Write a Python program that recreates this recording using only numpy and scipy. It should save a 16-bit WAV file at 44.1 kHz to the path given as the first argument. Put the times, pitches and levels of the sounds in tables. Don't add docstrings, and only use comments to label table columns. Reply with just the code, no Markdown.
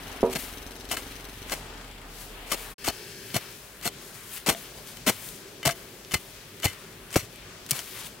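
import sys
import numpy as np
from scipy import signal
from scipy.fft import rfft, irfft, next_fast_len
from scipy.io import wavfile

SR = 44100
rng = np.random.default_rng(int(sys.argv[2]) if len(sys.argv) > 2 else 0)


def dump_mix(stems):
    frames = np.atleast_2d(stems).T
    limited = np.clip(frames, -1, 1)
    pcm = np.round(limited * 32767).astype(np.int16)
    wavfile.write(sys.argv[1], SR, pcm)


def linear_from_db(decibels):
    return 10 ** (np.asarray(decibels, float) / 20)


N = 361619
TIME = np.arange(N) / SR

# pitch in Hz, level in dB, time to decay 60 dB in seconds.
BLADE = [(678, 0, .19), (938, -8, .05), (1320, -3, .08), (1615, -3, .07), (2062, -1, .13), (2310, -5, .06),
         (2770, -6, .05), (3020, -2, .15), (3585, -6, .05), (4300, -4, .06), (4600, -8, .04),
         (5815, -6, .08), (6060, -7, .06), (6790, -12, .04)]
# time in seconds, gain in dB.
SPLICE = [
    (2.72, 0),
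    (2.736, -8),
    (2.743, -30),
    (2.746, -200),
    (2.7815, -200),
    (2.782, -5),
    (2.83, 0),
]
# frequency in Hz, left minus right in dB.
AIR_PAN = [(150, -0.5), (380, 0), (700, 2.5), (2400, 2.5), (15000, 7)]
FAR_END_S = SPLICE[3][0]


def unit(x):
    return x / np.sqrt(np.mean(x ** 2))


def on_log(hz, table):
    f, v = np.transpose(table)
    return np.interp(np.log(np.maximum(hz, 1)), np.log(f), v)


def band(x, lo_hz, hi_hz):
    return signal.sosfilt(signal.butter(2, [lo_hz, min(hi_hz, .49 * SR)], "band", fs=SR, output="sos"), x)


def colour(x, table):
    cepstrum = irfft(on_log(np.linspace(0, SR / 2, 4097), table) * np.log(10) / 20)
    cepstrum[1:4096] *= 2
    cepstrum[4097:] = 0
    impulse = irfft(np.exp(rfft(cepstrum)))
    return signal.fftconvolve(np.atleast_2d(x), impulse[None], axes=1)[:, :N]


def ring(x, hz, t60):
    r = 1000 ** (-1 / (t60 * SR))
    w = 2 * np.pi * hz / SR
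    return signal.lfilter([0, r * np.sin(w)], [1, -2 * r * np.cos(w), r * r], x)


def walk(rate):
    levels = rng.standard_normal(int(TIME[-1] * 400))
    return np.interp(TIME * rate, np.arange(len(levels)), levels)


def grains(rate, spread_db):
    hit, size = rng.random((2, N))
    loudness = linear_from_db(spread_db * np.minimum(-np.log(size), 3))
    return unit((hit < rate / SR) * rng.standard_normal(N) * loudness)


def noise_bands(bands, gate=1):
    return sum(linear_from_db(db) * unit(band(gate * rng.standard_normal(N), hz - width / 2, hz + width / 2))
               for hz, width, db in bands)


def ports(x, other, like, pan, lag_s=9e-6):
    size = next_fast_len(N)
    hz = np.fft.rfftfreq(size, 1 / SR)
    shared = np.clip(on_log(hz, like), 0, 1)
    gain = linear_from_db(on_log(hz, pan) / 2)
    left = rfft(x, size)
    right = shared * left + np.sqrt(1 - shared * shared) * rfft(other, size)
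    right = right * np.exp(-2j * np.pi * hz * lag_s)
    return np.array([irfft(left * gain, size), irfft(right / gain, size)])[:, :N]


def scatter(x):
    t = np.arange(int(0.0073 * SR)) / SR
    echo = rng.standard_normal(len(t)) * np.exp(-t / 0.00215)
    return signal.fftconvolve(x, echo / np.linalg.norm(echo))[:N]


def strokes():
    # start in seconds, length in seconds,
    # tearing on entry in dB, tearing on exit in dB.
    grazes = [(0.308, 0.0276, -45, -31.5), (0.889, .022, -52, -39), (1.475, 0.0505, -48, -34),
              (2.464, 0.0476, -51, -34.5), (2.844, 0.032, -36, -31), (3.314, 0.034, -50.5, -45),
              (3.824, 0.0304, -47, -34), (5.63, 0.018, -44, -50), (6.118, 0.031, -32.5, -40),
              (6.624, 0.0294, -38.5, -32), (7.107, .02, -44, -46), (7.128, .024, -36, -35.5),
              (7.69, 0.0185, -42, -33.5)]
    # the same four columns, then body in dB re tearing.
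    cuts = [(.352, .017, -30, -31, -1), (0.914, 0.0402, -26.5, -34.5, -3), (0.969, 0.038, -32, -47, -6.5),
            (1.52, .016, -31, -30, -3), (1.537, .03, -36, -44, -3), (2.517, .032, -27.5, -31, -2),
            (2.878, .028, -25, -35, 1), (3.343, .024, -31, -25, -2), (3.368, .02, -33, -44, -4),
            (3.855, .022, -28, -32.5, -4), (3.878, .02, -35, -45, -4), (4.464, .036, -28, -18, -1.5),
            (4.497, 0.0433, -23.5, -40.5, 1.5), (5.067, .034, -23, -21, -3.5), (5.102, .022, -31, -41, -4),
            (5.6535, .025, -21, -24, -3), (5.68, .048, -30, -37, -10), (6.138, .011, -23, -24, -0.5),
            (6.15, .03, -33, -43, -8), (6.6435, .0145, -25, -22.5, 0), (6.667, 0.0817, -35, -49.5, -11),
            (7.1595, .01, -22, -21, 3), (7.174, 0.068, -33, -47, -14), (7.711, 0.021, -32, -36, -14),
            (7.729, 0.074, -38, -42, -6)]
    # frequency in Hz, level in dB.
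    tear_tone = [(530, -34), (800, -22), (1100, -10), (2050, -9.5), (3280, -13), (4370, -15), (4750, -13),
                 (5680, -16.5), (7130, -14), (13300, -17), (15700, -19.5)]
    attack_db_per_s, release_db_per_s = 5500, 2200
    passes = [(*graze, -17.5, -11) for graze in grazes] + [(*cut, -7) for cut in cuts]
    power = np.zeros((3, N))
    for s, length, in_db, out_db, body_db, ring_db in passes:
        near = slice(int((s - .1) * SR), int((s + .3) * SR))
        t = TIME[near] - s
        db = np.interp(t, [0, length], [in_db, out_db])
        db += attack_db_per_s * np.minimum(t, 0) - release_db_per_s * np.maximum(t - length, 0)
        power[:, near] += linear_from_db(2 * np.array([[0], [body_db], [ring_db]])) * linear_from_db(2 * db)
    tear_gain, body_gain, ring_gain = np.sqrt(power)

    cracks = grains(7000, 1.86) * linear_from_db(2.6 * walk(130))
    tear = unit(colour(cracks, tear_tone)[0]) * tear_gain
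    clods = grains(2500, 1.69) * linear_from_db(2.5 * walk(150))
    lowest_mode = unit(ring(clods, BLADE[0][0], .04))
    body = unit(unit(band(clods, 192, 760)) + linear_from_db(-6) * lowest_mode) * body_gain
    blade = sum(ring(linear_from_db(db + 3.1 * walk(18)) * cracks * ring_gain, hz, .025) for hz, db, _ in BLADE[2:])
    return tear + body + linear_from_db(-26) * blade


def thumps():
    # time in seconds, peak in dB, pitch in Hz, time to decay 60 dB in seconds.
    pushes = [(0.354, -30, 149.7, 0.065), (0.918, -49.5, 121, 0.057), (2.517, -40.5, 201, 0.074),
              (2.877, -34.5, 201, 0.032), (2.883, -33, 65, 0.058), (3.343, -26.5, 199.3, 0.035),
              (3.358, -22.5, 117.6, 0.047), (3.857, -27.5, 206.8, 0.051), (3.866, -33.5, 121.4, 0.065),
              (4.484, -17.5, 169.3, 0.023), (4.501, -31.5, 71, 0.041), (5.077, -20, 203.5, 0.058),
              (5.095, -28, 121.4, 0.049), (5.661, -20.5, 140.2, 0.093), (5.662, -31.5, 70, 0.068),
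              (5.69, -37.5, 138, 0.044), (6.137, -19.5, 145, 0.01), (6.152, -23.5, 79.6, 0.03),
              (6.655, -15.5, 90, 0.0293), (6.677, -36, 90, 0.091), (7.146, -40.5, 196, 0.035),
              (7.1603, -12, 300, .022), (7.1635, -11.5, 90, 0.0167), (7.184, -31, 100, 0.04),
              (7.229, -35.5, 109, 0.071), (7.718, -28, 132, 0.073)]
    out = np.zeros(N)
    t = np.arange(int(.15 * SR)) / SR
    onset = 1 - np.exp(-t / 0.00384)
    bent_time = t + 0.0025 * (1 - np.exp(-t / 0.00256))
    for s, db, hz, t60 in pushes:
        swing = np.sin(2 * np.pi * hz * bent_time) * onset * 1000 ** (-t / t60)
        i = int(s * SR)
        out[i:i + len(t)] -= linear_from_db(db) * swing / np.abs(swing).max()
    return out


def ticks():
    # time in seconds, peak in dB, favoured pitch in Hz, ring in dB.
    stones = [(.3581, -16.5, 1610, -8.5), (0.9125, -22.5, 2800, -4.5), (0.97, -19, 1500, -6),
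              (1.5209, -25, 1615, -5.5), (2.5197, -12, 3000, -16), (2.885, -13.5, 4520, -3.5),
              (3.3439, -16.5, 4300, -7), (3.366, -15.5, 5900, -8), (3.866, -15, 4300, -7.5),
              (3.8885, -24, 4300, -13), (4.463, -18.5, 1990, -11), (4.4895, -14, 3020, -14),
              (4.501, -11, 2350, -12), (4.548, -27, 678, -8), (5.0725, -13, 3020, -14),
              (5.081, -11, 5815, -11), (5.088, -13, 2310, -9), (5.096, -11, 5870, -8.5),
              (5.659, -9, 3030, -13.5), (5.6755, -13, 3585, -12), (5.675, -17, 678, -3),
              (5.6916, -19, 1627, -3.5), (5.698, -17.5, 678, -7), (6.141, -10, 2400, -12),
              (6.144, -11, 2062, -9.5), (6.6505, -14, 4300, -11), (6.655, -10, 3120, -13.5),
              (6.668, -25, 2062, -2), (6.673, -37, 3020, -.5), (7.1413, -22, 2930, -23.5),
              (7.1586, -8, 1400, -9), (7.163, -12, 5900, -11), (7.709, -4, 6300, -14),
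              (7.7139, -7, 6300, -16), (7.7915, -18, 2500, -16)]
    # pitch in Hz, left minus right in dB.
    stone_pan = [(1500, 2), (2400, 1), (3000, 3.5), (6000, 4.5)]
    # time in seconds,
    # peak in dB, favoured pitch in Hz, ring in dB, left minus right in dB.
    taps = [(1.497, -24, 1590, -12.5, 8.5), (2.843, -32, 3020, -5.5, 0.5), (2.87, -20.5, 1580, -13.5, -0.5),
            (3.303, -34, 3010, -8, 2), (3.8124, -31.5, 4330, -10, 5), (4.9713, -32.5, 2810, -12, 16),
            (5.2886, -28, 5900, -24.5, 14), (5.63, -27, 2600, -2, 2.5), (5.7094, -25.5, 5820, -6, 17),
            (6.0483, -30.5, 1650, -23, -1), (6.1107, -30.5, 3050, -4, 1), (6.1185, -26, 3020, -6, 6.5),
            (6.6004, -29, 2970, -18, 4), (6.624, -34, 5000, -4, 9), (6.632, -23, 3020, -3, -1),
            (7.106, -31, 2050, -15.5, 0.5), (7.128, -27, 2950, -18, 2), (6.669, -28, 4600, -3, 5),
            (7.175, -25, 5900, -3, 6.5), (7.196, -32, 5900, .5, 6), (7.664, -28, 4000, -16, 2.5),
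            (4.1099, -39, 9000, -30, 2),
        (4.1438, -37, 9000, -30, 2.5),
        (4.2929, -34, 11000, -30, 2.5),
        (4.528, -26, 6000, -22, 5),
        (4.8726, -35, 7000, -25, 12),
        (5.7215, -29, 2770, -8, 4),
        (7.359, -34, 3300, -21, 4.5),
        (7.6965, -28, 4300, -15, 6),
    ]
    rows = [(*stone, on_log(stone[2], stone_pan), 28) for stone in stones]
    rows += [(*tap, 15) for tap in taps]
    out = np.zeros((2, N))
    t = np.arange(int(.25 * SR)) / SR
    for s, db, hz, ring_db, pan_db, off_db in rows:
        burst = rng.standard_normal(len(t)) * np.exp(-t / .0012)
        crack = band(burst, max(hz / 2, 1000), min(4 * hz, 15000))
        free = linear_from_db(min(ring_db, 0) / 2)
        modes = 0
        for f, mode_db, t60 in BLADE:
            level = linear_from_db(mode_db - off_db * abs(np.log2(f / hz)))
            modes = modes + level * np.sin(2 * np.pi * f * t) * 1000 ** (-t / (t60 * free))
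        i = int(s * SR)
        tick = linear_from_db(db) * (crack / np.abs(crack).max() + linear_from_db(ring_db) * modes)[:N - i]
        out[:, i:i + len(t)] += tick * linear_from_db(np.array([[pan_db], [-pan_db]]) / 2)
    return band(out, 300, 18000)


def rustle():
    # time in seconds, level in dB,
    # seconds to fade 20 dB, dull part in dB re level.
    showers = [(0, -51, .5, 4), (.39, -36.5, 0.2369, -10.5), (1.0, -47.5, 0.39, -2.5), (1.57, -47, .2, -3),
               (2.57, -44, 0.8148, -3), (2.93, -47.5, 2, -8), (3.4, -45.5, 0.42, -2.5),
               (3.93, -51.5, 1.3, -6), (4.569, -44.5, 0.31, -4), (5.12, -40, .5, -7), (5.76, -51, 1, -5),
               (6.2, -50.5, 0.94, -2.5), (6.74, -54, 0.78, -1), (7.25, -49, 0.04, -4), (7.76, -37, .2, -10)]
    # loudest moment in seconds, level in dB,
    # seconds to swell 20 dB, seconds to fade 20 dB, dull part in dB re level.
    scuffs = [(.7, -57, 1.38, 1.9, -5), (2.206, -43, .12, .16, -7), (4.02, -49, .06, .2, -9),
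              (4.152, -45.5, .03, .16, -8), (4.24, -49, .05, .1, -9), (4.335, -40, .07, .12, -9),
              (4.375, -39.5, .1, .04, -5), (4.65, -49, .04, .06, -12), (4.78, -48, .06, .1, -8),
              (4.88, -45, .06, .3, -7), (5.265, -44.5, .2, .09, -9), (7.33, -52, .1, .2, -5),
              (8.0, -40, .3, .2, -7), (8.068, -41, .15, .03, -6)]
    shower_swell_s = 0.041
    swells = [(s, db, shower_swell_s, fade, dull_db) for s, db, fade, dull_db in showers] + scuffs
    power = np.zeros((2, N))
    for s, db, swell, fade, dull_db in swells:
        shape_db = 20 * np.minimum((TIME - s) / swell, (s - TIME) / fade)
        power += linear_from_db(2 * np.array([[db], [db + dull_db]])) * linear_from_db(2 * shape_db)
    bright_gain, dull_gain = np.sqrt(power)
    fine = np.array([grains(14000, .6) for _ in "lr"])

    def patter(lo_hz, hi_hz):
        return linear_from_db(1.2 * walk(35) + 1.8 * walk(11)) * unit(band(fine, lo_hz, hi_hz))

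    bright = linear_from_db(-8.5) * patter(2900, 6000) - linear_from_db(-8.5) * patter(6000, 10000)
    bright = bright + linear_from_db(-3.5) * patter(10000, 19500)
    both = bright_gain * bright - dull_gain * patter(801, 2900)
    return ports(*both, [(800, .6), (4000, .78)], [(800, 1.5), (5000, 6.5)])


def engine():
    # time in seconds, hum in dB, exhaust in dB, clatter in dB.
    levels = [
        (0, -54, -52, -45),
        (.6, -52.5, -53, -46),
        (1.4, -50.5, -55, -48),
        (1.6, -50, -57, -65),
        (2.74, -48.5, -67.5, -83.5),
    ]
    # time in seconds, firings so far.
    firings = [
        (-.0205, 0),
        (.298, 7),
        (.664, 15),
        (.889, 20),
        (1.287, 29),
        (1.462, 33),
        (1.95, 43),
        (2.75, 58.3),
    ]
    # pitch in Hz, width in Hz, level in dB.
    exhaust = [(90, 15.6, -9), (277, 55, -2.5), (383, 27.5, -7.5)]
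    # centre in Hz, width in Hz, level in dB.
    valves = [(1800, 700, -4), (3000, 600, 0), (3950, 600, -1), (5200, 700, -1), (6050, 600, 0),
              (9300, 3000, -1), (13000, 3000, -4)]
    s, *columns = np.transpose(levels)
    hum_db, beat_db, clack_db = (np.interp(TIME, s, column) for column in columns)
    cycle = np.interp(TIME, *np.transpose(firings))
    since = cycle % 1 / 22
    size = linear_from_db(1.2 * rng.standard_normal(int(cycle[-1]) + 1))[cycle.astype(int)]
    firing = size * (np.diff(cycle // 1, prepend=0) > 0)
    beat = sum(linear_from_db(db) * unit(ring(firing, hz, 2.56 / width)) for hz, width, db in exhaust)
    second_clack = .9 * (since > .008) * np.exp(-np.abs(since - .008) / .007)
    clack = noise_bands(valves, size * (np.exp(-since / .003) + second_clack))
    hum = np.sqrt(2) * linear_from_db(hum_db) * np.cos(4 * np.pi * cycle)
    return (hum + linear_from_db(beat_db) * unit(beat) + linear_from_db(clack_db) * unit(clack)) * (TIME < FAR_END_S)


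def rattle():
    # time in seconds, rattles so far, level in dB.
    turning = [
        (1.55, 0, -62),
        (1.663, 3, -52),
        (1.7763, 6, -50),
        (1.8781, 9, -50),
        (2.0158, 13, -52),
        (2.153, 17, -60),
        (2.3, 21, -75),
    ]
    # centre in Hz, width in Hz, level in dB.
    metal = [(2800, 1200, .5), (5000, 900, -6), (7700, 1100, -6), (10500, 2500, -11)]
    s, turns, db = np.transpose(turning)
    cycle = np.interp(TIME, s, turns)
    size = linear_from_db(2 * rng.standard_normal(30))[cycle.astype(int)]
    gate = size * np.exp(-(cycle % 1) / .24) * (TIME > s[0])
    return 1.4 * linear_from_db(np.interp(TIME, s, db)) * gate * noise_bands(metal)


def machine():
    # time in seconds, drone in dB, whine in dB.
    levels = [
        (2.78, -53.5, -46),
        (3.1, -48, -47.5),
        (3.35, -55.5, -48.5),
        (3.7, -61.5, -63.5),
        (5, -60.5, -57),
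        (6.5, -56.5, -61.5),
        (8.2, -64, -60),
    ]
    # centre in Hz, width in Hz, level in dB.
    whine_tone = [(1715, 450, -4.5), (2520, 604, -3), (3170, 465, -5), (5055, 1560, 0.5)]
    s, drone_db, whine_db = np.transpose(levels)
    drone = unit(band(rng.standard_normal(N), 357.7, 419.9)) * linear_from_db(np.interp(TIME, s, drone_db))
    whine = unit(noise_bands(whine_tone)) * linear_from_db(np.interp(TIME, s, whine_db))
    return (drone + whine) * (TIME > s[0])


def knock():
    # pitch in Hz, level in dB, time to decay 60 dB in seconds.
    hollow = [(250.8, -17, 0.6), (380.3, -5, 0.302), (461.7, 7, 0.166), (550, -2, 0.13), (668, -8.5, 0.201),
              (815, -20, 0.084), (961, -5.5, 0.202), (1280, -32, .05)]
    t = np.maximum(TIME - .2285, 0)
    push = (t > 0) * np.exp(-((t - .002) / 0.000294) ** 2)
    blow = band(band(push, 153, 924), 150, 950)
    slap = np.interp(t - .0075, t, push)
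    modes = sum(linear_from_db(db) * ring(0.453 * push + slap, hz, t60) for hz, db, t60 in hollow)
    haze = unit(band(band(rng.standard_normal(N), 154, 1030), 154, 1030))
    echoes = (t > .008) * haze * np.exp(-t / 0.044)
    direct = .9 * blow / np.abs(blow).max() + linear_from_db(-1.5) * modes / np.abs(modes).max()
    return linear_from_db(-7) * (direct + linear_from_db(-21) * echoes)


def air():
    # frequency in Hz, level in dB.
    far_tone = [(15, -27), (25, -12), (123, -11), (210, -15.5), (254, -13), (351, -17.5), (435, -10.5),
                (512, -17), (670, -16), (3030, -20), (6630, -30.5), (15700, -34.5)]
    near_tone = [(15, -37), (30, -12), (53, 0), (75, -17.5), (99, -1.5), (333, -9), (380, -4), (472, -10.5),
                 (555, -8.5), (746, -15.5), (878, -15), (2650, -15.5), (15700, -26.5)]
    # frequency in Hz, left-right likeness from 0 to 1.
    air_like = [(60, 1), (290, 0.91), (640, 0.69), (1400, 0.4), (3100, 0.2), (7000, 0)]
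    far_db, near_db = -44, -46.5
    swell = walk(2.057)
    white = 0
    for hz in 16 * 2. ** np.arange(11):
        flicker = linear_from_db(.5 * swell + 2.44 * walk(8.8))
        white = white + flicker * band(rng.standard_normal((2, N)), hz, 2 * hz)
    far = linear_from_db(far_db) * unit(colour(white, far_tone))
    near = linear_from_db(near_db) * unit(colour(white, near_tone))
    return ports(*np.where(TIME < FAR_END_S, far, near), air_like, AIR_PAN)


def scene():
    # frequency in Hz, left-right likeness from 0 to 1.
    hoe_like = [(150, .995), (400, .96), (1500, .92), (2600, .75), (4000, .3), (12000, .45)]
    # frequency in Hz, left minus right in dB.
    hoe_pan = [(300, 0.2), (1000, 1.5), (2400, .5), (4400, 8.5), (15000, 9)]
    knock_pan = [(110, 0), (380, -.5), (1300, -1.5)]
    hoe = strokes()
    motor = engine() + machine() + rattle()
    wood = knock()
    close = ports(hoe, scatter(hoe), hoe_like, hoe_pan) + thumps() + ticks() + rustle()
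    far = ports(motor, scatter(motor), hoe_like, AIR_PAN)
    far = far + ports(wood, wood, hoe_like, knock_pan, lag_s=-.00008)
    return close + far + air()


def roll_off(x):
    return signal.sosfilt(signal.butter(12, 16980, fs=SR, output="sos"), x)


def record(dry):
    rounded = np.tanh(1.2 * dry) / 1.2
    top_cut = signal.ellip(10, .3, 60, 15820, fs=SR, output="sos")
    s, db = np.transpose(SPLICE)
    mix = signal.sosfilt(top_cut, rounded) * linear_from_db(np.interp(TIME, s, db))
    return roll_off(mix)


dry = scene()
out = record(dry)
dump_mix(out)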